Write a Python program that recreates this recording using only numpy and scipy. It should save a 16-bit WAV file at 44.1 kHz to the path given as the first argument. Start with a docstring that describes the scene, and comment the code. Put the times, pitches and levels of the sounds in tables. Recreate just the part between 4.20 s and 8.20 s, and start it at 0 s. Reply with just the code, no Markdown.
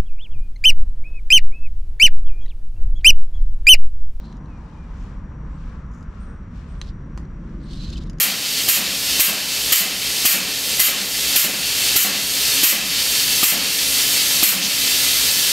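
"""Fly rod cast on a lake shore

The line rasps through the rod's guides, sets them ringing and whistles in the air.
Rod, grip and reel click in the hand, close by; a sleeve rustles with the arm.
Behind it: low rumble, a distant hush, a thin band of insects, bird whistles and high chirps."""
import sys
import numpy as np
from scipy import signal
from scipy.fft import rfft, irfft
from scipy.io import wavfile

SR = 44100
rng = np.random.default_rng(int(sys.argv[2]) if len(sys.argv) > 2 else 0)


def file_out(sig):
    """Save sig as 16-bit WAV at sys.argv[1]."""
    # one column per channel
    cols = np.atleast_2d(sig).T
    # limit, then scale
    lim = np.clip(cols, -1, 1)
    pcm = np.round(lim * 32767).astype(np.int16)
    wavfile.write(sys.argv[1], SR, pcm)


N = 176400
T = np.arange(N) / SR

# background spectra: freq_hz, gain_db
RUMBLE_SPECTRUM = [(10, -35.5), (24, -1), (37, 2), (56, 1.5), (75, -5), (108, -12.5), (158, -9.5),
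                   (240, -15.5), (380, -41), (650, -42.5)]
DRONE_SPECTRUM = [(60, -17), (110, -6), (155, 4.5), (230, -5.5), (340, -8.5), (430, -23.5), (600, -24),
                  (900, -71.5)]
HUSH_SPECTRUM = [(200, 4), (480, 5), (780, -3.5), (1050, 2.5), (1650, -1.5), (2100, -8), (3000, -18.5),
                 (4500, -26), (7500, -29), (10000, -48), (14000, -66)]
# background levels: time_s, level_db
RUMBLE_LEVEL = [(0, -35), (.7, -32), (2.3, -31), (2.7, -31), (3.5, -32), (3.85, -28), (4, -33)]
DRONE_LEVEL = [(0, -44), (.25, -38.5), (.6, -49.5), (1.25, -41), (1.7, -49), (2.5, -48), (2.95, -38),
               (3.8, -35.5), (4, -37)]
HUSH_LEVEL = [(0, -54), (.7, -50), (4, -50.5)]
HUMP_LEVEL = [(0, -54), (1.3, -55.5), (2, -54.5), (2.4, -63.5), (4, -80)]
# broad hump in the hush: time_s, centre_hz
HUMP_CENTRE = [(0, 935), (1.2, 1000), (2, 1300), (2.7, 1127), (4, 975)]

# falling bird whistles: start_s, length_s, first_hz, last_hz, level_db
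BIRD_WHISTLES = [(0.266, 0.14, 2710, 2330, -59), (0.499, 0.21, 2490, 2360, -61.5)]
# high chirps: start_s, length_s, first_hz, top_hz, plunge_hz, level_db
BIRD_CHIRPS = [(1.29, .09, 7050, 8000, 0, -74), (1.995, 0.057, 8170, 8820, 4, -66),
               (2.074, 0.044, 8330, 8700, 2092, -65.5), (2.481, .061, 8340, 8580, 1400, -69.5),
               (2.581, 0.038, 8250, 8740, -2, -66.5), (3.428, 0.033, 8200, 8750, 0, -66),
               (3.505, 0.064, 8500, 8800, 1500, -62.5)]

# line on rod, grip knock and rebound, reel ticks: start_s, level_db
ROD_SNAPS = [(.0423, -49), (.127, -42), (.2588, -50), (2.6152, -20), (2.6774, -46), (3.053, -51.5)]
GRIP_KNOCKS = [(2.9762, -29.5), (2.9802, -45)]
REEL_TICKS = [(.169, -48), (1.738, -51.5), (1.828, -46.5), (3.703, -33), (3.837, -39.5), (3.898, -31.5),
              (3.9322, -45), (3.9852, -37.5)]
# modes of each part: freq_hz, gain_db, t60_s
ROD_MODES = [(1160, -30, 0.037), (1880, -20, 0.028), (2100, -16, 0.0056), (3180, -4.5, 0.0042),
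             (4090, -3.5, 0.0091), (5870, -9, 0.0069), (6300, -15, 0.0087)]
GRIP_MODES = [(1050, 3, .011), (1430, -8, .01), (1950, -12, .01), (5100, -11, .006), (6350, -14, .009),
              (7500, -16, .009)]
REEL_MODES = [(3140, -9.5, 0.0047), (5000, -4, 0.0095), (6330, -8, 0.009), (6700, -9.5, 0.011),
              (9730, -16, 0.01)]

# contact and friction spectra: freq_hz, gain_db
CLOTH_SPECTRUM = [(800, -25), (2400, 6.5), (3600, 1.5), (5200, -2), (7400, -7), (9500, -17), (12300, -22.5),
                  (14500, -35)]
CRACK_SPECTRUM = [(700, -35), (1400, -3), (3000, -3.5), (6500, -6), (9000, -15), (13000, -8)]
RASP_SPECTRUM = [(900, -35), (2000, -11), (3200, 1), (3700, -1.5), (4600, 1), (5600, -6), (7500, -12),
                 (10000, -24.5), (12500, -26.5), (15000, -38)]
SCRATCH_SPECTRUM = [(3000, -22), (6000, 0), (7000, 2.5), (8500, -16), (12000, -17), (13500, -30)]
# friction swells: peak_s, half_width_s, level_db
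SLEEVE_BRUSHES = [(0.51, 0.26, -66), (0.848, 0.1, -63.5), (1.458, 0.13, -63), (2, 0.09, -64.5),
                  (2.377, 0.044, -62), (2.528, 0.11, -63.5), (3.325, 0.13, -68)]
LINE_TUGS = [(3.778, 0.01, -42.5), (3.822, 0.013, -49.5), (3.871, 0.016, -58.5)]
GUIDE_ZINGS = [(0.048, 0.065, -66.5), (3.52, .045, -57), (3.63, 0.04, -46.5), (3.734, 0.008, -50)]
FINGER_SCRATCHES = [(0.813, 0.061, -67), (1.744, 0.015, -70), (1.773, 0.057, -67)]
# line through the guides, one curve per pull: time_s, level_db
LINE_PULLS = [
    [(0, -63), (.05, -60), (.14, -66.5), (.19, -74)],
    [(2.612, -63), (2.625, -56), (2.7, -56), (2.735, -78)],
    [(3.4, -68), (3.46, -59), (3.53, -48), (3.578, -50), (3.63, -46), (3.705, -48.5), (3.714, -51.5),
     (3.73, -43.5), (3.76, -51)],
]
# line through the air: peak_s, half_width_s, pitch_hz, level_db
LINE_WHISTLES = [(3.754, 0.004, 3590, -50), (3.761, 0.002, 3060, -38), (3.769, .004, 2640, -50)]


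def amp(db):
    """Decibels to gain."""
    return 10 ** (np.asarray(db) / 20)


def unit(x):
    """Scale to rms 1."""
    return x / np.sqrt(np.mean(x ** 2) + 1e-20)


def curve(points, **edges):
    """Piecewise-linear control over time."""
    return np.interp(T, *np.transpose(points), **edges)


def colour(x, spectrum):
    """Spectral shaping, steep roll-off above the last point; rms 1."""
    hz = np.fft.rfftfreq(N, 1 / SR) + 1
    points_hz, points_db = np.transpose(spectrum)
    gain = amp(np.interp(np.log(hz), np.log(points_hz), points_db))
    return unit(irfft(rfft(x) * gain / (1 + (hz / points_hz[-1]) ** 10), N))


def noise():
    """Two independent white channels."""
    return rng.standard_normal((2, N))


def wander(rate_hz):
    """Smooth random control; rms 1."""
    lowpass = np.exp(-(np.fft.rfftfreq(N, 1 / SR) / rate_hz) ** 2)
    return unit(irfft(rfft(rng.standard_normal(N)) * lowpass, N))


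def place(pair, side_db, pan_db):
    """Mid/side to stereo; positive pan is left."""
    mid, side = pair[0], amp(side_db) * pair[1]
    return np.array([(mid + side) * amp(pan_db / 2), (mid - side) * amp(-pan_db / 2)])


def phase(hz):
    """Running phase in radians."""
    return 2 * np.pi * np.cumsum(hz * np.ones(N)) / SR


def resonate(x, centre_hz, width_hz):
    """Double-pole resonance, movable centre; rms 1."""
    carrier = np.exp(1j * phase(centre_hz))
    pole = np.exp(-np.pi * width_hz / SR)
    return unit((carrier * signal.lfilter([1], [1, -2 * pole, pole ** 2], x / carrier)).real)


def swells(rows):
    """Sum of bell-shaped envelopes."""
    return sum(amp(db) * np.exp(-((T - peak_s) / half_s) ** 2 / np.sqrt(2)) for peak_s, half_s, db in rows)


def decay(t, t60_s):
    """Exponential fall, 60 dB in t60_s."""
    return 1000 ** (-t / t60_s)


def echoes(x, t60_s):
    """Diffuse stereo tail."""
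    t = T[:SR // 2]
    tail = rng.standard_normal((2, len(t))) * decay(t, t60_s)
    return signal.fftconvolve(x[None], tail / np.linalg.norm(tail[0]), axes=1)[:, :N]


def shore():
    """Distant rumble, drone and hush; a hump in the hush drifts and fades."""
    rumble = amp(curve(RUMBLE_LEVEL)) * colour(rng.standard_normal(N), RUMBLE_SPECTRUM)
    drone = amp(curve(DRONE_LEVEL)) * place(colour(noise(), DRONE_SPECTRUM), side_db=-34, pan_db=0.5)
    hush_gain = amp(curve(HUSH_LEVEL) + 0.7 * wander(10))
    hush = place(colour(noise(), HUSH_SPECTRUM), side_db=-8, pan_db=3)
    hump_gain = amp(curve(HUMP_LEVEL) + wander(11))
    hump = place(resonate(noise(), curve(HUMP_CENTRE), width_hz=485), side_db=-8.5, pan_db=3.5)
    return rumble + drone + hush_gain * hush + hump_gain * hump


def insects(level_db=-75.5, waver_db=0.76):
    """Thin, near-steady band of noise."""
    gain = amp(level_db + waver_db * wander(40))
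    return gain * place(resonate(noise(), centre_hz=5743, width_hz=260), side_db=-21.5, pan_db=-2.5)


def birds(whistle_waver_hz=14, chirp_flutter_db=2.5):
    """Falling whistles and rising chirps, some ending in a plunge; trees echo both."""
    whistles, chirps = np.zeros(N), np.zeros(N)
    chirp_waver = 1 + 0.009 * wander(200)
    for start_s, length_s, first_hz, last_hz, db in BIRD_WHISTLES:
        progress = np.clip((T - start_s) / length_s, 0, 1)
        pitch_hz = last_hz + (first_hz - last_hz) * (1 - progress) ** 1.4
        pitch_hz += whistle_waver_hz * wander(24)
        whistles += amp(db) * np.sin(np.pi * progress) * np.sin(phase(pitch_hz))
    for start_s, length_s, first_hz, top_hz, plunge_hz, db in BIRD_CHIRPS:
        progress = np.clip((T - start_s) / length_s, 0, 1)
        climb_hz = first_hz + (top_hz - first_hz) * np.sin(np.pi * progress / 2)
        pitch_hz = (climb_hz - plunge_hz * progress ** 6) * chirp_waver
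        chirps += amp(db) * np.sqrt(abs(np.sin(np.pi * progress))) * np.sin(phase(pitch_hz))
    chirps *= amp(chirp_flutter_db * wander(120))
    return whistles + chirps + echoes(amp(-10) * whistles + amp(0.5) * chirps, t60_s=0.46)


def sleeve(grain_db=1.2):
    """Cloth brushes as the arm moves: soft, grainy hiss."""
    hiss = colour(noise() * amp(grain_db * wander(360)), CLOTH_SPECTRUM)
    return place(hiss, side_db=-3, pan_db=5) * swells(SLEEVE_BRUSHES)


def strikes(hits, modes, pan_db, crack_db, echo_db, echo_t60_s):
    """Each contact cracks and rings one part's modes; nearby surfaces scatter it."""
    out = np.zeros(N)
    grit = colour(rng.standard_normal(N), CRACK_SPECTRUM)
    for start_s, db in hits:
        start = round(start_s * SR)
        hit = out[start:][:SR // 10]
        t = T[:len(hit)]
        hit += amp(db + crack_db) * decay(t, t60_s=0.029) * grit[start:][:len(t)]
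        for hz, mode_db, t60_s in modes:
            detune = 1 + 0.014 * rng.standard_normal()
            hit += amp(db + mode_db) * decay(t, t60_s) * np.sin(2 * np.pi * hz * detune * t)
    band_hz = [750, 9260]  # the clicks carry little below 750 Hz; soft contact dulls the top
    out = signal.lfilter(*signal.butter(2, band_hz, "bandpass", fs=SR), out)
    return (out + amp(echo_db) * echoes(out, echo_t60_s)) * amp([[pan_db / 2], [-pan_db / 2]])


def tackle_clicks():
    """Line snaps on the rod, woody grip knocks, metal reel ticks."""
    rod = strikes(ROD_SNAPS, ROD_MODES, pan_db=-1.5, crack_db=-29.5, echo_db=-6.5, echo_t60_s=0.049)
    grip = strikes(GRIP_KNOCKS, GRIP_MODES, pan_db=0, crack_db=-14, echo_db=-5, echo_t60_s=0.21)
    reel = strikes(REEL_TICKS, REEL_MODES, pan_db=-1.5, crack_db=-14.5, echo_db=-6, echo_t60_s=0.071)
    return rod + grip + reel


def line_whistles(fall_per_s=5.1, wobble=0.0138):
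    """The whipping line sheds vortices: brief falling tones."""
    out = np.zeros(N)
    for peak_s, half_s, hz, db in LINE_WHISTLES:
        pitch_hz = hz * (1 - fall_per_s * (T - peak_s) + wobble * wander(275))
        out += swells([(peak_s, half_s, db)]) * np.sqrt(2) * np.sin(phase(pitch_hz))
    return out


def line_friction(slips_per_s=5700, ring_db=-10.5, flutter_db=1.5):
    """Tiny slips of the line scrape and ring the guides and scratch over the fingers."""
    pull = sum(amp(curve(points, left=-np.inf, right=-np.inf)) for points in LINE_PULLS)
    pull += swells(LINE_TUGS)
    slips = noise() * (rng.random(N) < slips_per_s / SR)
    rasp = place(colour(slips, RASP_SPECTRUM), side_db=-6.5, pan_db=-1)
    ring_hz = 3840 * (1 + 0.035 * wander(57))
    ring = place(resonate(slips, ring_hz, width_hz=500), side_db=-20, pan_db=-4)
    zing = place(resonate(slips, centre_hz=4170, width_hz=520), side_db=-20, pan_db=-4)
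    rough_slips = slips * amp(3.5 * wander(180))
    scratch = place(colour(rough_slips, SCRATCH_SPECTRUM), side_db=-7, pan_db=1)
    slide = pull * amp(flutter_db * wander(60)) * (rasp + amp(ring_db) * ring)
    return slide + zing * swells(GUIDE_ZINGS) + scratch * swells(FINGER_SCRATCHES)


def scene():
    """Stereo mix; rod slightly right, sleeve left."""
    return shore() + insects() + birds() + sleeve() + tackle_clicks() + line_whistles() + line_friction()


def record(dry):
    """Steep low-pass band limit."""
    cutoff_hz = 14900
    lowpass = signal.firwin(511, cutoff_hz, window=("kaiser", 9), fs=SR)
    return signal.oaconvolve(dry, lowpass[None], "same")


dry = scene()
out = record(dry)
file_out(out)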